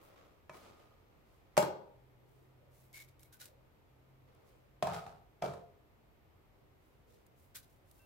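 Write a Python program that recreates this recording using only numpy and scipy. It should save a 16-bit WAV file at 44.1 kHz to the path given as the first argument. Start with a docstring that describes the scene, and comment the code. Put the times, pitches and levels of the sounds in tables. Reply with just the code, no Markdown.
"""In a quiet kitchen, fingers rustle in chopped parsley and a dish scuffs and taps on a wooden board.
At 1.6 s the dish knocks hard: wood and glass ring, the room answers, and a far motor starts to hum.
Around 3 s a handful of parsley lands in a glass mixing bowl as a shower of tiny wet ticks.
Around 5 s the dish is set down and nudged, knocking and dragging, and the motor fades.
The leaves rustle again, and at 7.5 s a last handful drops into the bowl."""
import sys
import numpy as np
from scipy import signal
from scipy.fft import rfft, irfft, next_fast_len
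from scipy.io import wavfile

SR = 44100
rng = np.random.default_rng(int(sys.argv[2]) if len(sys.argv) > 2 else 0)


def master(y):
    """Save y as 16-bit WAV."""
    cut = np.clip(np.atleast_2d(y).T, -1, 1)
    pcm = np.round(cut * 32767)  # scale
    wavfile.write(sys.argv[1], SR, pcm.astype(np.int16))


N = 355005
T = np.arange(N) / SR
AGE = T[:SR // 2]   # the half second after a contact


def from_db(db):
    """Turn decibels into a gain."""
    return 10 ** (np.asarray(db) / 20)


def unit_power(x):
    """Scale a sound to an average power of 1."""
    return x / np.sqrt(np.mean(x ** 2) + 1e-20)


def at_hz(points, hz):
    """Read between the rows of a table, with octaves evenly spaced."""
    row_hz, value = np.transpose(points)
    return np.interp(np.log(np.maximum(hz, 1)), np.log(row_hz), value)


def add(out, s, sound):
    """Mix a sound in from second s on."""
    i = int(round(s * SR))
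    out[:, i:i + sound.shape[-1]] += sound[..., :N - i]


def noise(n):
    """Two channels of white noise."""
    return rng.standard_normal((2, n))


def coloured(pair, colour, likeness):
    """Give two noises a tone colour and a left-right likeness (0 unrelated, 1 the same)."""
    n = pair.shape[-1]
    size = next_fast_len(n)
    hz = np.arange(size // 2 + 1) * SR / size
    mid, side = rfft(pair, size) * from_db(at_hz(colour, hz))
    alike = np.clip(at_hz(likeness, hz), -1, 1)
    left_right = np.sqrt(1 + alike) * mid + np.sqrt(1 - alike) * side * [[1], [-1]]
    return unit_power(irfft(left_right, size)[:, :n])


def tilted(colour, db_per_octave):
    """The same tone colour, brighter or duller."""
    return [(hz, db + db_per_octave * np.log2(hz)) for hz, db in colour]


def grains(n, per_s, spread_db=2.0):
    """Tiny contacts of uneven size, each a puff of half a millisecond."""
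    sizes = from_db(spread_db * np.minimum(rng.exponential(1, n), 4))
    clicks = sizes * (rng.random(n) < per_s / SR)
    puffs = signal.lfilter([1], [1, -np.exp(-2000 / SR)], clicks + 1e-18)
    return unit_power(noise(n) * puffs)


def ringing(x, hz, keep):
    """Make a sound ring at one pitch; keep is the share of the swing left after each sample."""
    return signal.lfilter([1, 0, -1], [1, -2 * keep * np.cos(2 * np.pi * hz / SR), keep * keep], x)


def band(x, hz, width_hz):
    """Bring out one band of pitches, at a power of 1."""
    return unit_power(ringing(x, hz, np.exp(-np.pi * width_hz / SR)))


def dying(t, fade_s):
    """A fade that loses 60 dB in fade_s, its fade time."""
    return np.exp(-np.log(1000) * t / fade_s)


def stroke(t, length, rise_s, fade_db_per_s):
    """The loudness of one movement: it rises, then fades once its length is up."""
    return np.clip(t / rise_s, 0, 1) * from_db(-fade_db_per_s * np.maximum(t - length, 0))


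def strokes(rows, rise_s, fade_db_per_s):
    """The loudness of several movements; where they overlap, their powers add."""
    gains = [from_db(db) * stroke(T - s, length, rise_s, fade_db_per_s) for s, length, db in rows]
    return np.sqrt(sum(gain ** 2 for gain in gains))


# The tone colour of the air. Each row: frequency in Hz, relative level in dB.
AIR_COLOUR = [(20, -17.5), (47, 2), (70, -3.5), (125, -1.5), (200, -11), (500, -11), (1200, -18),
              (1700, -23), (2150, -22), (6000, -36.5), (11200, -40), (12700, -30.5), (15800, -38)]
# How alike the air is in both ears. Each row: frequency in Hz, likeness.
AIR_LIKENESS = [(30, 0.67), (130, 0.45), (300, 0.5), (600, 0.1), (1200, 0), (16000, 0)]
# Swells of room tone. Each row: start in seconds, length in seconds, level in dB, pitch in Hz.
AIR_SWELLS = [(2.18, 0.29, -72.5, 368), (2.57, 0.13, -72, 533), (3.42, 0.14, -70.5, 546),
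              (4.22, .4, -73.5, 470), (6.55, 0.16, -76.5, 401), (7.04, 0.12, -71.5, 457)]


def still_air(level_db=-67, width_hz=126):
    """Room air and microphone hiss, with a few faint, low swells."""
    out = from_db(level_db) * coloured(noise(N), AIR_COLOUR, AIR_LIKENESS)
    for s, length, db, hz in AIR_SWELLS:
        murmur = band(band(noise(SR), hz, width_hz), hz, width_hz)
        swell = stroke(T[:SR], length, rise_s=0.051, fade_db_per_s=118)
        add(out, s, from_db(db) * swell * murmur)
    return out


# How loud the motor is. Each row: time in seconds, level in dB.
MOTOR_LEVELS = [(1.6, -94), (2.0, -69), (2.95, -68), (3.8, -78), (4.15, -66.5), (4.45, -77), (4.75, -70),
                (5.3, -89)]


def motor(hum_hz=130, waver_hz=2.6):
    """A far motor drones on one slightly wavering note."""
    waver = np.interp(T, np.linspace(0, T[-1], 60), rng.standard_normal(60))
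    phase = 2 * np.pi * np.cumsum(hum_hz + waver_hz * waver) / SR
    level_db = np.interp(T, *np.transpose(MOTOR_LEVELS))
    return from_db(level_db) * unit_power(np.sin(phase))


# The tone colour of the room's echo. Each row: frequency in Hz, relative level in dB.
ROOM_COLOUR = [(40, -15.5), (85, -5), (150, -2), (220, -2), (420, 6.5), (620, -5.5), (900, 0), (1150, 0.5),
               (1600, -2.5), (2800, -2), (6000, -1.5), (16000, 5.5)]
# How alike the echo is in both ears. Each row: frequency in Hz, likeness.
ROOM_LIKENESS = [(170, 0.84), (350, 0.15), (600, .5), (1000, 0), (16000, 0.38)]
# How long the echo lasts. Each row: frequency in Hz, fade time in seconds.
ROOM_FADES = [(100, 0.44), (500, 0.62), (1000, 0.56), (2000, 0.38), (5000, 0.39), (10000, 0.18),
              (16000, 0.27)]


def room_tail(x, tail_db=-33.5, build_s=0.0075):
    """Many reflections blur into one echo that builds up, then dies, the treble first."""
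    hz, t = np.arange(SR // 2 + 1), T[:SR]
    wash = coloured(noise(SR), [(20, 0), (20000, 0)], ROOM_LIKENESS)
    spectrum = rfft(wash) * from_db(at_hz(ROOM_COLOUR, hz))
    centres = np.geomspace(60, 16000, 14)
    tail = 0
    for centre in centres:
        share = at_hz(np.column_stack([centres, centres == centre]), hz)
        tail += irfft(spectrum * share, SR) * dying(t, at_hz(ROOM_FADES, centre))
    tail *= 1 - np.exp(-(t / build_s) ** 2)
    return from_db(tail_db) * signal.fftconvolve(x, tail, axes=1)[:, :N]


def wall_echoes(x, ceiling_s=0.0186, ceiling_db=-14, wall_s=0.038, wall_db=-17, dull_hz=1500):
    """The ceiling and a wall each throw back one quick, dull echo."""
    out = np.zeros((2, N))
    dull = signal.sosfilt(signal.butter(1, dull_hz, fs=SR, output="sos"), x + 1e-18)
    add(out, ceiling_s, from_db(ceiling_db) * dull)
    add(out, wall_s, from_db(wall_db) * dull)
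    return out


# Notes that hang in the room. Each row: pitch in Hz, gain in dB, fade time in seconds.
ROOM_NOTES = [(89, 11, .65), (226, 2, 0.28), (281, -3, 0.74), (307.7, 7, 0.3), (372, 2.5, 0.14),
              (404.6, 5, 0.97), (450, 1, 0.7), (490, 4, 1), (567, -1.5, .45), (595, -4.5, 0.36),
              (609, -10.5, .45), (692, 6.5, 0.46), (730, -9, 0.44), (800, -1, 0.37), (844, 1, .55),
              (950, 2.5, .5), (919, 7.5, 0.6), (1002, -4, 0.79), (1214, 1, 0.25), (1257, 2.5, .48),
              (1840, -0.5, 0.38), (2070, 4.5, 0.43)]


def room_rings(x):
    """Waves standing between the walls pick their own pitches out of a sound and hold them."""
    out = np.zeros((2, N))
    for hz, db, fade_s in ROOM_NOTES:
        keep = dying(1 / SR, fade_s)
        out += from_db(db) * (1 - keep) * ringing(x + 1e-18, hz, keep)
    return out


# The dish's scuffs and drags. Each row: start in seconds, length in seconds, level in dB.
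DISH_SCUFFS = [(-.02, 0.14, -64), (.15, 0.073, -63), (.527, 0.019, -57), (.645, 0.025, -59.5),
               (.785, 0.017, -64.5), (.9, 0.85, -75), (4.27, .28, -73)]
DISH_DRAGS = [(4.845, 0.13, -43), (5.055, 0.031, -54), (5.415, 0.039, -41)]
# Their tone colours. Each row: frequency in Hz, relative level in dB.
SCUFF_COLOUR = [(150, -5.5), (400, 5.5), (620, 5), (900, -1.5), (1230, 2.5), (1550, -7.5), (2350, -8),
                (3600, -13), (6500, -20), (10000, -27), (16000, -26.5)]
DRAG_COLOUR = [(70, -12), (170, 5), (290, -24), (440, -2.5), (520, -7), (700, 5.5), (820, -1),
               (1020, -15.5), (1270, 0), (1800, -18.5), (2400, -18.5), (4500, -22.5), (15000, -37.5)]
# Touched glass. Each row: start in seconds, pitch in Hz, level in dB, fade time in seconds.
GLASS_PINGS = [(0.497, 2300, -63, 0.39), (0.496, 2530, -52, 0.028), (0.497, 1240, -71, 3.9),
               (5.423, 2320, -53.5, 0.33), (7.996, 2700, -71, 0.69), (7.994, 1561, -77, 0.59)]


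def handling():
    """The dish scuffs and drags in tiny slips, and touched glass rings faintly."""
    scuff = strokes(DISH_SCUFFS, rise_s=0.011, fade_db_per_s=75.5)
    drag = strokes(DISH_DRAGS, rise_s=0.022, fade_db_per_s=153)
    out = scuff * coloured(grains(N, per_s=7000), SCUFF_COLOUR, AIR_LIKENESS)
    out += drag * coloured(grains(N, per_s=7000), DRAG_COLOUR, ROOM_LIKENESS)
    for s, hz, db, fade_s in GLASS_PINGS:
        add(out, s, from_db(db) * dying(AGE, fade_s) * np.sin(2 * np.pi * hz * AGE))
    return out


# Fingers stir the leaves. Each row: start in seconds, length in seconds, level in dB,
# brightness in dB per octave.
FINGER_STROKES = [(0, .03, -66.5, 5), (0.503, 0.067, -65.5, -2), (.595, 0.051, -62, -7.5),
                  (0.746, 0.043, -75.5, -4), (1.24, 0.13, -82, -2), (2.247, 0.18, -81, 1),
                  (2.7, 0.13, -70.5, 2), (4.437, 0.055, -75, -1), (6.782, 0.15, -82, 1),
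                  (7.061, 0.071, -73, -2), (7.347, .09, -72.5, 3), (7.651, 0.073, -75.5, 1.5),
                  (7.839, 0.056, -74, 2), (7.921, 0.069, -69.5, 2.5)]
# The tone colour of a rustle. Each row: frequency in Hz, relative level in dB.
RUSTLE_COLOUR = [(800, -9.5), (2000, -8.5), (4000, -1.5), (7000, -2), (11000, -1.5), (16000, -1.5)]
# How alike a nearby sound is in both ears. Each row: frequency in Hz, likeness.
NEAR_LIKENESS = [(200, 0.53), (900, 0.89), (2500, 0.51), (5000, 0.18), (16000, 0.0095)]


def rustles():
    """Leaves slip over each other in the fingers; some strokes are crisper than others."""
    out = np.zeros((2, N))
    for s, length, db, tilt in FINGER_STROKES:
        slips = coloured(grains(SR, per_s=7000), tilted(RUSTLE_COLOUR, tilt), NEAR_LIKENESS)
        swell = stroke(T[:SR], length, rise_s=0.047, fade_db_per_s=124)
        add(out, s, from_db(db) * swell * slips)
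    return out


# Single stalks. Each row: start in seconds, level in dB.
STALK_TICKS = [(2.929, -58), (2.964, -57), (3.194, -59.5), (3.231, -54), (3.249, -67), (3.456, -50.5),
               (4.348, -69.5), (7.265, -63.5), (7.912, -58)]
# The tone colour of landing parsley. Each row: frequency in Hz, relative level in dB.
PATTER_COLOUR = [(300, -29), (1100, -17), (1700, -7.5), (2900, -6), (3900, -3), (5200, -3), (9000, -1.5),
                 (13000, 1.5), (16000, -3.5)]


def stalks(rise_s=0.0005, fade_s=0.027):
    """A stalk hits or snaps with one short tick."""
    out = np.zeros((2, N))
    tick = np.minimum(AGE / rise_s, 1) * dying(np.maximum(AGE - rise_s, 0), fade_s)
    for s, db in STALK_TICKS:
        add(out, s, from_db(db) * tick * coloured(noise(len(AGE)), PATTER_COLOUR, NEAR_LIKENESS))
    return out


# Clumps landing, duller on a bed of leaves. Each row: start in seconds, length in seconds, level in dB,
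# brightness in dB per octave, the bowl's ring in dB relative to the patter, its pitch in Hz.
LEAF_CLUMPS = [(2.932, 0.087, -56, -2.5, -2.5, 2203), (3.075, .012, -68, -3, -4, 2230),
               (3.192, 0.072, -69.5, 3, -11.5, 2200), (3.32, 0.02, -60, -1, -7, 1530),
               (3.389, 0.076, -59.5, -2.5, -19, 1560), (3.403, 0.0093, -49, -3, -8, 1487),
               (7.544, 0.023, -48.5, -2, -9.5, 1520), (7.622, .012, -66.5, -2, -15, 1500)]


def falling_leaves(upper_hz=3920, upper_db=-14):
    """A clump lands as a shower of tiny wet ticks; the bowl adds two damped rings."""
    out = np.zeros((2, N))
    for s, length, db, tilt, ring_db, ring_hz in LEAF_CLUMPS:
        patter = coloured(grains(len(AGE), per_s=3000), tilted(PATTER_COLOUR, tilt), NEAR_LIKENESS)
        shower = stroke(AGE, length, rise_s=0.012, fade_db_per_s=480)
        ring = band(band(noise(len(AGE)), ring_hz, width_hz=130), ring_hz, width_hz=120)
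        upper = band(noise(len(AGE)), upper_hz, width_hz=330)
        bowl = from_db(ring_db) * ring + from_db(upper_db) * upper
        add(out, s, from_db(db) * shower * (patter + bowl))
    return out


# The cupboard's notes. Each row: pitch in Hz, relative level in dB, fade time in seconds.
CUPBOARD_NOTES = [(84.7, -6.5, 0.28), (138, 7, 0.26), (177, 7, 0.19), (202.4, -2, 0.4)]


def cupboard_boom():
    """The hollow cupboard under the counter booms when pushed."""
    return sum((-1) ** k * from_db(db) * dying(AGE, fade_s) * np.sin(2 * np.pi * hz * AGE)
               for k, (hz, db, fade_s) in enumerate(CUPBOARD_NOTES))


# The notes of board and counter. Each row: base pitch in Hz, relative level in dB,
# fade time in seconds, how far the right ear lags in radians.
WOOD_NOTES = [(225, -13, 0.044, -1.5), (366, -10.5, .045, 0.5), (579.5, -3, 0.081, 0.46),
              (630.6, 1.5, 0.059, 0.98), (884, -5.5, 0.035, 2.5), (960, -6, .04, 1),
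              (1154, -13.5, 0.0083, 5), (1580, -10, .022, 4), (2270, -16, .02, 1), (3000, -20.5, 0.016, 5)]


def wood_thump(pitch_factor, hardness, high_above_hz=750, uneven_db=-2.14):
    """Struck wood swings at several pitches; a harder contact gives more to the high ones."""
    high_db = -1.5 + 5.5 * hardness
    wood = 0
    for k, (hz, db, fade_s, lag) in enumerate(WOOD_NOTES):
        strength = from_db(db + high_db * (hz > high_above_hz) + uneven_db * rng.normal())
        direction = (-1) ** (k // 2)
        phase = 2 * np.pi * hz * pitch_factor * AGE - np.array([[0], [lag]])
        wood += direction * strength * dying(AGE, fade_s) * np.sin(phase)
    return wood * (1 - dying(AGE, 0.0095))   # the contact force takes a moment to build


# The glass dish's notes. Each row: pitch in Hz, relative level in dB, fade time in seconds.
GLASS_NOTES = [(2155, -23.5, .1), (2794, -22, .15), (3312, -22, .15), (5017, -29.5, .14), (5437, -28, .13),
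               (7540, -16, 0.096)]
# The tone colour of a hard contact. Each row: frequency in Hz, relative level in dB.
CRACK_COLOUR = [(40, -18), (200, -38.5), (900, 5.5), (1800, -1), (3000, -6.5), (5500, -7), (9000, -9.5),
                (13000, -11.5), (16000, -17.5)]


def dish_crack(dull_hz, full_ring_hz=9000):
    """The contact cracks and rings the glass; a softer one is duller and rings less."""
    glass = sum(from_db(db) * dying(AGE, fade_s) * np.sin(2 * np.pi * (hz * AGE + rng.random((2, 1))))
                for hz, db, fade_s in GLASS_NOTES)
    burst = coloured(noise(len(AGE)), CRACK_COLOUR, NEAR_LIKENESS) * dying(AGE, fade_s=0.039)
    crack = burst + glass * dull_hz / full_ring_hz
    for corner_hz in (dull_hz, 5 * dull_hz):   # the treble falls off faster above the second corner
        soft = np.exp(-2 * np.pi * corner_hz / SR)
        crack = signal.lfilter([1 - soft], [1, -soft], crack)
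    return crack


# The dish meets the wood. Each row: start in seconds, relative thump and crack levels in dB,
# frequency in Hz above which the crack dulls, pitch factor of the spot struck.
DISH_KNOCKS = [(0.4951, -40.5, -36.5, 1850, 1.005), (1.5687, -30.5, -22, 8800, 1.28),
               (1.5761, -12, -17, 10700, 0.96), (1.581, -23, -39, 8000, 0.95),
               (1.5853, -53, -27.5, 9000, 0.73), (1.6259, -31, -27, 6000, 0.57),
               (4.8249, -19.5, -24, 4000, 1.093), (4.8707, -26.5, -29, 2820, 1.2),
               (4.9345, -43, -37.5, 7100, 1.3), (4.9445, -41, -34, 6000, 1.13),
               (5.0645, -38, -42, 3000, 1.25), (5.4226, -27.5, -29.5, 2830, 1.09),
               (5.438, -28.5, -60, 1800, 0.96), (5.4603, -34.5, -62, 1500, 0.72),
               (5.483, -33.5, -63, 1500, 1.09), (5.5362, -45, -44, 4530, 1.07)]


def knocks(usual_thump_db=-26, usual_dull_hz=4000):
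    """Each blow thumps the wood, booms in the cupboard and cracks at the point of contact."""
    out = np.zeros((2, N))
    boom = cupboard_boom()
    for s, thump_db, crack_db, dull_hz, pitch_factor in DISH_KNOCKS:
        hardness = np.log2(dull_hz / usual_dull_hz)   # in octaves
        # the push into the cupboard grows with the thump and falls with hardness
        push_db = -49.5 + 0.79 * (thump_db - usual_thump_db) - 0.5 * hardness
        thump = from_db(thump_db) * wood_thump(pitch_factor, hardness)
        crack = from_db(crack_db) * dish_crack(dull_hz)
        add(out, s, thump + from_db(push_db) * boom + crack)
    return out


def scene(distance_db=-6):
    """The knocks come from a little way off and fill the room; the leaves are close, with little echo."""
    blows = from_db(distance_db) * knocks()
    near = falling_leaves() + stalks() + rustles() + handling()
    air = still_air()
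    rings = room_rings(blows + from_db(-7) * air)
    tail = room_tail(blows + from_db(-11) * near)
    return blows + near + wall_echoes(blows) + rings + tail + air + motor()


def record(dry, cutoff_hz=15800):
    """The highest treble is cut off steeply."""
    return signal.sosfilt(signal.ellip(12, 0.1, 80, cutoff_hz, fs=SR, output="sos"), dry)


dry = scene()
out = record(dry)
master(out)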